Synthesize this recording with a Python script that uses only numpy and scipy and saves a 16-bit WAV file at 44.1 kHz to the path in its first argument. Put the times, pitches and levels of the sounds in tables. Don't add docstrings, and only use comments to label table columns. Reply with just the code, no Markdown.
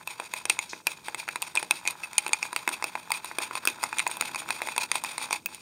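import sys
import numpy as np
from scipy import signal
from scipy.fft import rfft, irfft
from scipy.io import wavfile
from scipy.ndimage import uniform_filter1d

SR = 44100
rng = np.random.default_rng(int(sys.argv[2]) if len(sys.argv) > 2 else 0)


def transcribe(signal):
    frames = np.atleast_2d(signal).T
    limited = np.clip(frames, -1, 1)
    pcm = np.round(limited * 32767).astype(np.int16)
    wavfile.write(sys.argv[1], SR, pcm)


N = 247749

# pitch_hz, relative_level_db, t60_s
HOLLOW = [(408, -13.5, 0.016), (653, -15, 0.014), (895, -1, 0.025), (994.5, -1.5, 0.027), (1325, 5, 0.0054)]
# pitch_hz, relative_level_db, t60_s
RING = [(2300, 5, 0.0075), (2459, 1.5, 0.03), (2572, -3.5, 0.029)]
# pitch_hz, relative_level_db, t60_s
CLACK = [(3403, 8, 0.0043), (3710, 12, 0.004), (4527, 0.5, 0.011), (5410, -5, 0.0042), (6600, -6, 0.012),
         (6914, -5.5, 0.022)]
# pitch_hz, relative_level_db, t60_s
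SPOON = [(7950, -10, 0.025), (8680, 11, 0.0048), (9133, 12.5, 0.013), (9440, 5, 0.013)]
# pitch_hz, relative_level_db, t60_s
TICK = [(12740, -10, 0.004), (13900, -23, 0.0028), (16600, -10, .005)]
MODE_SETS = (HOLLOW, RING, CLACK, SPOON, TICK)


def amp(db):
    return 10 ** (np.asarray(db) / 20)


def evened(x):
    return x / np.sqrt(np.mean(x ** 2) + 1e-20)


def read(points, hz):
    point_hz, value = np.transpose(points)
    return np.interp(np.log(hz + 1), np.log(point_hz), value)


def add(mix, start_s, sound):
    span = mix[max(round(start_s * SR), 0):][:len(sound)]
    span += sound[:len(span)]


def bandpassed(x, low_hz, high_hz, order):
    sos = signal.butter(order, [low_hz, high_hz], "bandpass", fs=SR, output="sos")
    return signal.sosfilt(sos, x)


def quiet(level_db):
    # pitch_hz, relative_density_db_per_hz
    spectrum = [(25, -18), (50, -16.5), (80, 0), (110, -1.5), (170, 3), (230, -10), (340, -8), (600, -18),
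                (2000, -44), (8000, -23), (16000, -34)]
    hz = np.fft.rfftfreq(N, 1 / SR)
    shaped = rfft(rng.standard_normal(N)) * amp(read(spectrum, hz))
    return amp(level_db) * evened(irfft(shaped, N))


def grains(per_s, spread_db):
    size = amp(spread_db * np.minimum(rng.exponential(1, N), 4))
    sign = rng.choice([-1, 1], N)
    present = rng.random(N) < per_s / SR
    return evened(size * sign * present)


def rumble(level_db, low_hz, high_hz):
    # time_s, relative_level_db
    bump_level = [(0.0, -72), (0.23, -63.5), (3.55, -59), (4.24, -52.5), (5.62, -59.5)]
    bumps = evened(bandpassed(grains(per_s=1600, spread_db=4), low_hz, high_hz, order=2))
    relative_db = np.interp(np.arange(N) / SR, *np.transpose(bump_level))
    return bumps * amp(level_db + relative_db)


def ringing(part, spread_db, wander, freedom=1):
    range_edges = [220, 1950, 2780, 7150, 10200, 15900]
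    hz, db, t60_s = np.transpose(MODE_SETS[part])[:, :, None]
    t = np.arange(SR // 12) / SR
    weight, shift = rng.standard_normal((2, len(hz), 1))
    pitch_hz = hz + wander * shift / t60_s
    height = amp(db + spread_db * weight) * (t60_s / t60_s.max()) ** (freedom - 1)
    decay = amp(-60 * t / (t60_s * freedom))
    modes = height * decay * np.cos(2 * np.pi * pitch_hz * t)
    low_hz, high_hz = np.clip(range_edges[part:part + 2], 20, SR / 2 - 100)
    return bandpassed(modes.sum(0), low_hz, high_hz, order=3)


def drags(part_db, pop_share, judder_db, stir_db, stir_follow, ease_db):
    # peak_s, half_length_s, pressure_db (before part and loosening offsets)
    strokes = [(0.115, 0.012, -46), (0.246, 0.019, -50.5), (0.375, 0.015, -42), (0.519, 0.016, -43),
               (0.625, 0.032, -52), (0.91, 0.016, -42), (1.07, 0.015, -46.5), (1.201, 0.016, -42.5),
               (1.333, 0.022, -56), (1.473, 0.02, -52), (1.593, 0.026, -43.5), (1.755, 0.026, -44.5),
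               (1.887, 0.019, -43), (2.044, 0.013, -46.5), (2.204, 0.039, -52.5), (2.361, 0.028, -49),
               (2.448, 0.017, -42.5), (2.579, 0.02, -48.5), (2.73, 0.015, -39.5), (2.871, 0.012, -46),
               (2.989, 0.026, -56), (3.156, 0.014, -39.5), (3.277, 0.026, -50.5), (3.434, 0.015, -38.5),
               (3.562, 0.017, -42), (3.694, 0.02, -41), (3.847, 0.026, -44), (3.994, 0.032, -47.5),
               (4.126, 0.023, -43.5), (4.26, 0.031, -44), (4.398, 0.014, -39.5), (4.536, 0.036, -44.5),
               (4.695, 0.039, -45.5), (4.823, 0.017, -32), (4.962, 0.025, -41.5), (5.091, 0.028, -43.5),
               (5.223, 0.034, -43), (5.338, 0.02, -39), (5.524, 0.031, -51.5), (5.608, 0.035, -66)]
    # center_s, half_length_s
    hushes = [(0.045, 0.012), (0.283, 0.0065), (0.837, 0.02), (1.046, 0.0089), (1.545, 0.011),
              (4.84, 0.051), (5.462, 0.05)]
    # time_s, level_db (before the part's follow factor)
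    churn = [(0.0, -47), (0.36, -49), (0.86, -50), (1.33, -48), (1.84, -50), (1.94, -45), (2.38, -46.5),
             (3.91, -45), (3.99, -45.5), (5.19, -47.5), (5.33, -51), (5.62, -53)]
    t = np.arange(N) / SR
    judder = amp(judder_db * evened(uniform_filter1d(rng.standard_normal(N), size=330)))
    churn_gate = np.prod([1 - 0.9 * np.exp(-((t - s) / half_s) ** 2) for s, half_s in hushes], axis=0)
    churn_db = np.interp(t, *np.transpose(churn))
    stroke_phase = np.interp(t, [stroke[0] for stroke in strokes], np.arange(len(strokes)))
    halfway = np.sin(np.pi * stroke_phase) ** 2
    out = np.zeros(N)
    for part, share in enumerate(pop_share):
        sugar = evened(grains(per_s=16000, spread_db=2) * judder)
        pops = grains(per_s=300, spread_db=8.0)
        drive = evened(sugar + share * pops)
        lead_s, stretch, loosen_db_per_s = 0, 1, 0
        if MODE_SETS[part] is HOLLOW:
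            lead_s, stretch, loosen_db_per_s = 0.0032, 1.26, 0.29
        for peak_s, half_s, pressure_db in strokes:
            peak_s, half_s = peak_s - lead_s, half_s * stretch
            start, stop = np.searchsorted(t, [peak_s - np.pi * half_s, peak_s + np.pi * half_s])
            level = amp(pressure_db + part_db[part] + loosen_db_per_s * peak_s)
            swell = level * np.exp(-((t[start:stop] - peak_s) / half_s) ** 2 / 2)
            body = ringing(part, spread_db=3, wander=0.45)
            swish = signal.fftconvolve(drive[start:stop] * swell, body / np.linalg.norm(body))
            add(out, start / SR, swish)
        churning = signal.oaconvolve(drive * churn_gate, ringing(part, spread_db=0, wander=0))[:N]
        churning_level = amp(stir_follow[part] * churn_db + ease_db[part] * halfway)
        out += amp(stir_db[part]) * evened(churning * churning_level)
    return out


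def contact(chatter_s, push):
    u = np.arange(SR // 200) / SR / chatter_s
    grit = u ** 2 * np.exp(-u) * rng.standard_normal(len(u))
    press = u * np.exp(-3 * u)
    return push * press / np.linalg.norm(press) + grit / np.linalg.norm(grit)


def knock(strength_db, thud_db, hardness_db, tick_db, part_db, bare_db, bare_gain):
    force = contact(chatter_s=0.0003 * amp(0.04 * thud_db), push=0.33 * amp(0.17 * thud_db))
    bare = np.clip(-thud_db / bare_db, 0, 1) ** 2
    shares_db = (thud_db, 0, 0.76 * hardness_db, 1.05 * hardness_db, tick_db)
    out = 0
    for part, share_db in enumerate(shares_db):
        freedom = 1 + bare_gain * bare * (MODE_SETS[part] is RING)
        sound = signal.fftconvolve(force, ringing(part, spread_db=4.5, wander=0.42, freedom=freedom))
        first_10ms_rms = np.sqrt(np.mean(sound[:SR // 100] ** 2))
        out = out + sound / first_10ms_rms * amp(strength_db + share_db + part_db[part])
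    return out


def knocks():
    # hollow_thud_db, contact_hardness_db (before part factors), glaze_tick_db
    blows = [(0.074, -33, -3, -6.5, -9), (0.199, -37, 7.5, -4, -18), (0.337, -31.5, -0.5, -5, -11),
             (0.4536, -36, 2.5, 4, -12), (0.497, -25.5, -9, 2, -13), (0.4993, -21, -8.5, -4.5, -23),
             (0.5895, -26.5, -5.5, -5, -24), (0.7322, -38.5, 5.5, -15, -31), (0.869, -22.5, -6, -5, -8),
             (1.0833, -38.5, 9, -1.5, -18), (1.1457, -35, 1.5, -1, -13), (1.2787, -39.5, 3, -13, -27),
             (1.2876, -32.5, 2, -7.5, -15), (1.3578, -35, 6, 0.5, -15), (1.4198, -45, 1, 11, 8),
             (1.4241, -32.5, -0.5, 0.5, -20), (1.5529, -41.5, 9.5, 12.5, -1), (1.5605, -35, 2, -1, -18),
             (1.572, -20, -11.5, -13, -36), (1.6278, -40.5, 9, 5.5, -13), (1.709, -19.5, -5.5, -3, -14),
             (1.8524, -37.5, 0, -13, -17), (1.8624, -35.5, -3, -19, -27), (1.875, -25, -11.5, -2.5, -19),
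             (1.9073, -52, 13, 16.5, 8), (2.034, -31.5, -20, -25.5, -28), (2.131, -46, 1, 1, -8),
             (2.1808, -34, 2.5, 17, -1), (2.184, -27, -12, -6, -25), (2.264, -32, 2.5, -5.5, -28),
             (2.279, -44, 4, 7, -1), (2.2917, -43, 6, -1, -13), (2.332, -21.5, -5.5, -1, -24),
             (2.4277, -26, -10, -9.5, -30), (2.5291, -44.5, 13.5, 5.5, -8), (2.562, -27.5, -1.5, -3, -13),
             (2.6763, -25.5, 2.5, -10, -14), (2.69, -42.5, 11, 11.5, -2), (2.8242, -36, 7.5, -4.5, -24),
             (2.841, -29, -1, -4, -10), (2.953, -34.5, 8, -12, -26), (3.1042, -38, 11, -2, -2),
             (3.1181, -26.5, -3.5, -1, -11), (3.245, -44, 9.5, 5, -2), (3.3135, -49.5, 14.5, -15, -19),
             (3.3851, -30, 2, -0.5, -10), (3.5102, -46.5, 14.5, -8, -16), (3.553, -35, 6, -0.5, -16),
             (3.6528, -45.5, 14.5, 16.5, 9), (3.6731, -21.5, -4, -4.5, -9), (3.8298, -38, 6.5, -1, -7),
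             (3.8372, -33, 9.5, 4, -8), (3.928, -35.5, 6.5, -11, -34), (3.9841, -30.5, -18, 1, -14),
             (3.9932, -25.5, -9, -2.5, -32), (4, -28.5, -4, -5.5, -23), (4.066, -29, 6, -9.5, -25),
             (4.075, -46.5, -10, 13, 4), (4.1135, -41.5, 2, 6.5, -9), (4.169, -44.5, 8.5, 4.5, 0),
             (4.21, -29, 0, 2, -8), (4.2226, -36, 5, -6, -20), (4.346, -36.5, 4.5, -4, -18),
             (4.3582, -32.5, -0.5, -5.5, -19), (4.4885, -38, 3, -5, -12), (4.5051, -28, 0.5, -2.5, -17),
             (4.618, -31.5, 3, -6.5, -17), (4.672, -37.5, 5, -5, -11), (4.686, -35.5, 5, -5.5, -20),
             (4.763, -39.5, 6, 2.5, -19), (4.779, -27, 3, 0.5, -10), (4.9154, -26.5, -3, 1.5, -19),
             (4.955, -31, 5, 1.5, -13), (5.0375, -45.5, 14.5, 11, 4), (5.0464, -34, 1, -7, -19),
             (5.1801, -38, 5.5, 6, -11), (5.3081, -35, 5.5, -2, -23), (5.328, -27, -1, -2.5, -13),
             (5.459, -30, -10, -7, 0.5), (5.546, -52, -1, 10.5, 1)]
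    out = np.zeros(N)
    for start_s, *blow in blows:
        add(out, start_s, knock(*blow, part_db=[-0.17, 0.22, -1.24, -1.97, 0.3], bare_db=14.5, bare_gain=1.0))
    return out


def peel(start_s, level_db, fade_s, center_hz):
    t = np.arange(SR // 4) / SR
    bubbles = grains(per_s=11000, spread_db=5)[:len(t)]
    fizz = evened(bandpassed(bubbles, center_hz / np.sqrt(2), center_hz * np.sqrt(2), order=2))
    out = np.zeros(N)
    add(out, start_s, amp(level_db) * fizz * np.exp(-t / fade_s))
    return out


def kitchen(x, gap_s, early_db, early_s):
    # pitch_hz, t60_s
    decay_times = [(200, 0.45), (1000, 0.072), (3000, 0.064), (9000, 0.032), (16000, 0.062)]
    t = np.arange(SR // 2) / SR
    taps = rng.standard_normal(len(t)) * (rng.random(len(t)) < 0.1) * (t > gap_s)
    taps = taps * (1 + amp(early_db) * np.exp(-t / early_s))
    hz, at_s, bands = signal.stft(taps, SR, nperseg=128)
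    decay = amp(-60 * at_s / read(decay_times, hz)[:, None])
    tail = signal.istft(bands * decay, SR, nperseg=128)[1]
    return signal.fftconvolve(x, tail / np.linalg.norm(tail))[:N]


def scene():
    cup = drags(part_db=[-3.0, 0.5, 0.5, -3.5, -11.5], pop_share=[0.85, 0.24, 0.14, 0.12, 0.17],
                judder_db=3.5, stir_db=[-50.5, -56.5, -55, -61.5, -66.5],
                stir_follow=[1.6, 0.7, 0.29, 0.52, 0.78], ease_db=[0.0, 0, 0.5, -2.5, 0])
    cup = cup + rumble(level_db=2, low_hz=120, high_hz=380)
    cup = cup + knocks()
    cup = cup + peel(start_s=0.693, level_db=-39.5, fade_s=0.039, center_hz=4660)
    reflections = amp(-14.5) * kitchen(cup, gap_s=0.005, early_db=0, early_s=0.0073)
    return (cup + reflections + quiet(level_db=-56))[None]


def record(dry):
    # pitch_hz, gain_db
    response = [(100, -9), (2600, 0.5), (2850, -4), (3300, -4), (7000, 3), (7400, -8), (8000, 2), (9500, 1),
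                (10200, -12), (10650, -6), (11300, 3.5), (12500, -3), (15500, 4.5), (16500, -27)]
    size, edge_hz = 2048, 16500
    log_gain = np.log(amp(read(response, abs(np.fft.fftfreq(size, 1 / SR)))))
    colour = np.fft.ifft(np.exp(np.conj(signal.hilbert(log_gain)))).real
    heard = signal.oaconvolve(dry, colour[None, :size // 2])[:, :N]
    excess = heard - heard / (1 + (heard / 0.85) ** 8) ** (1 / 8)
    fast = signal.butter(2, 600, "highpass", fs=SR, output="sos")
    heard = heard - signal.sosfilt(fast, excess)
    band_limit = signal.firwin(401, edge_hz, window=("kaiser", 9), fs=SR)
    return signal.oaconvolve(heard, band_limit[None], "same")


dry = scene()
out = record(dry)
transcribe(out)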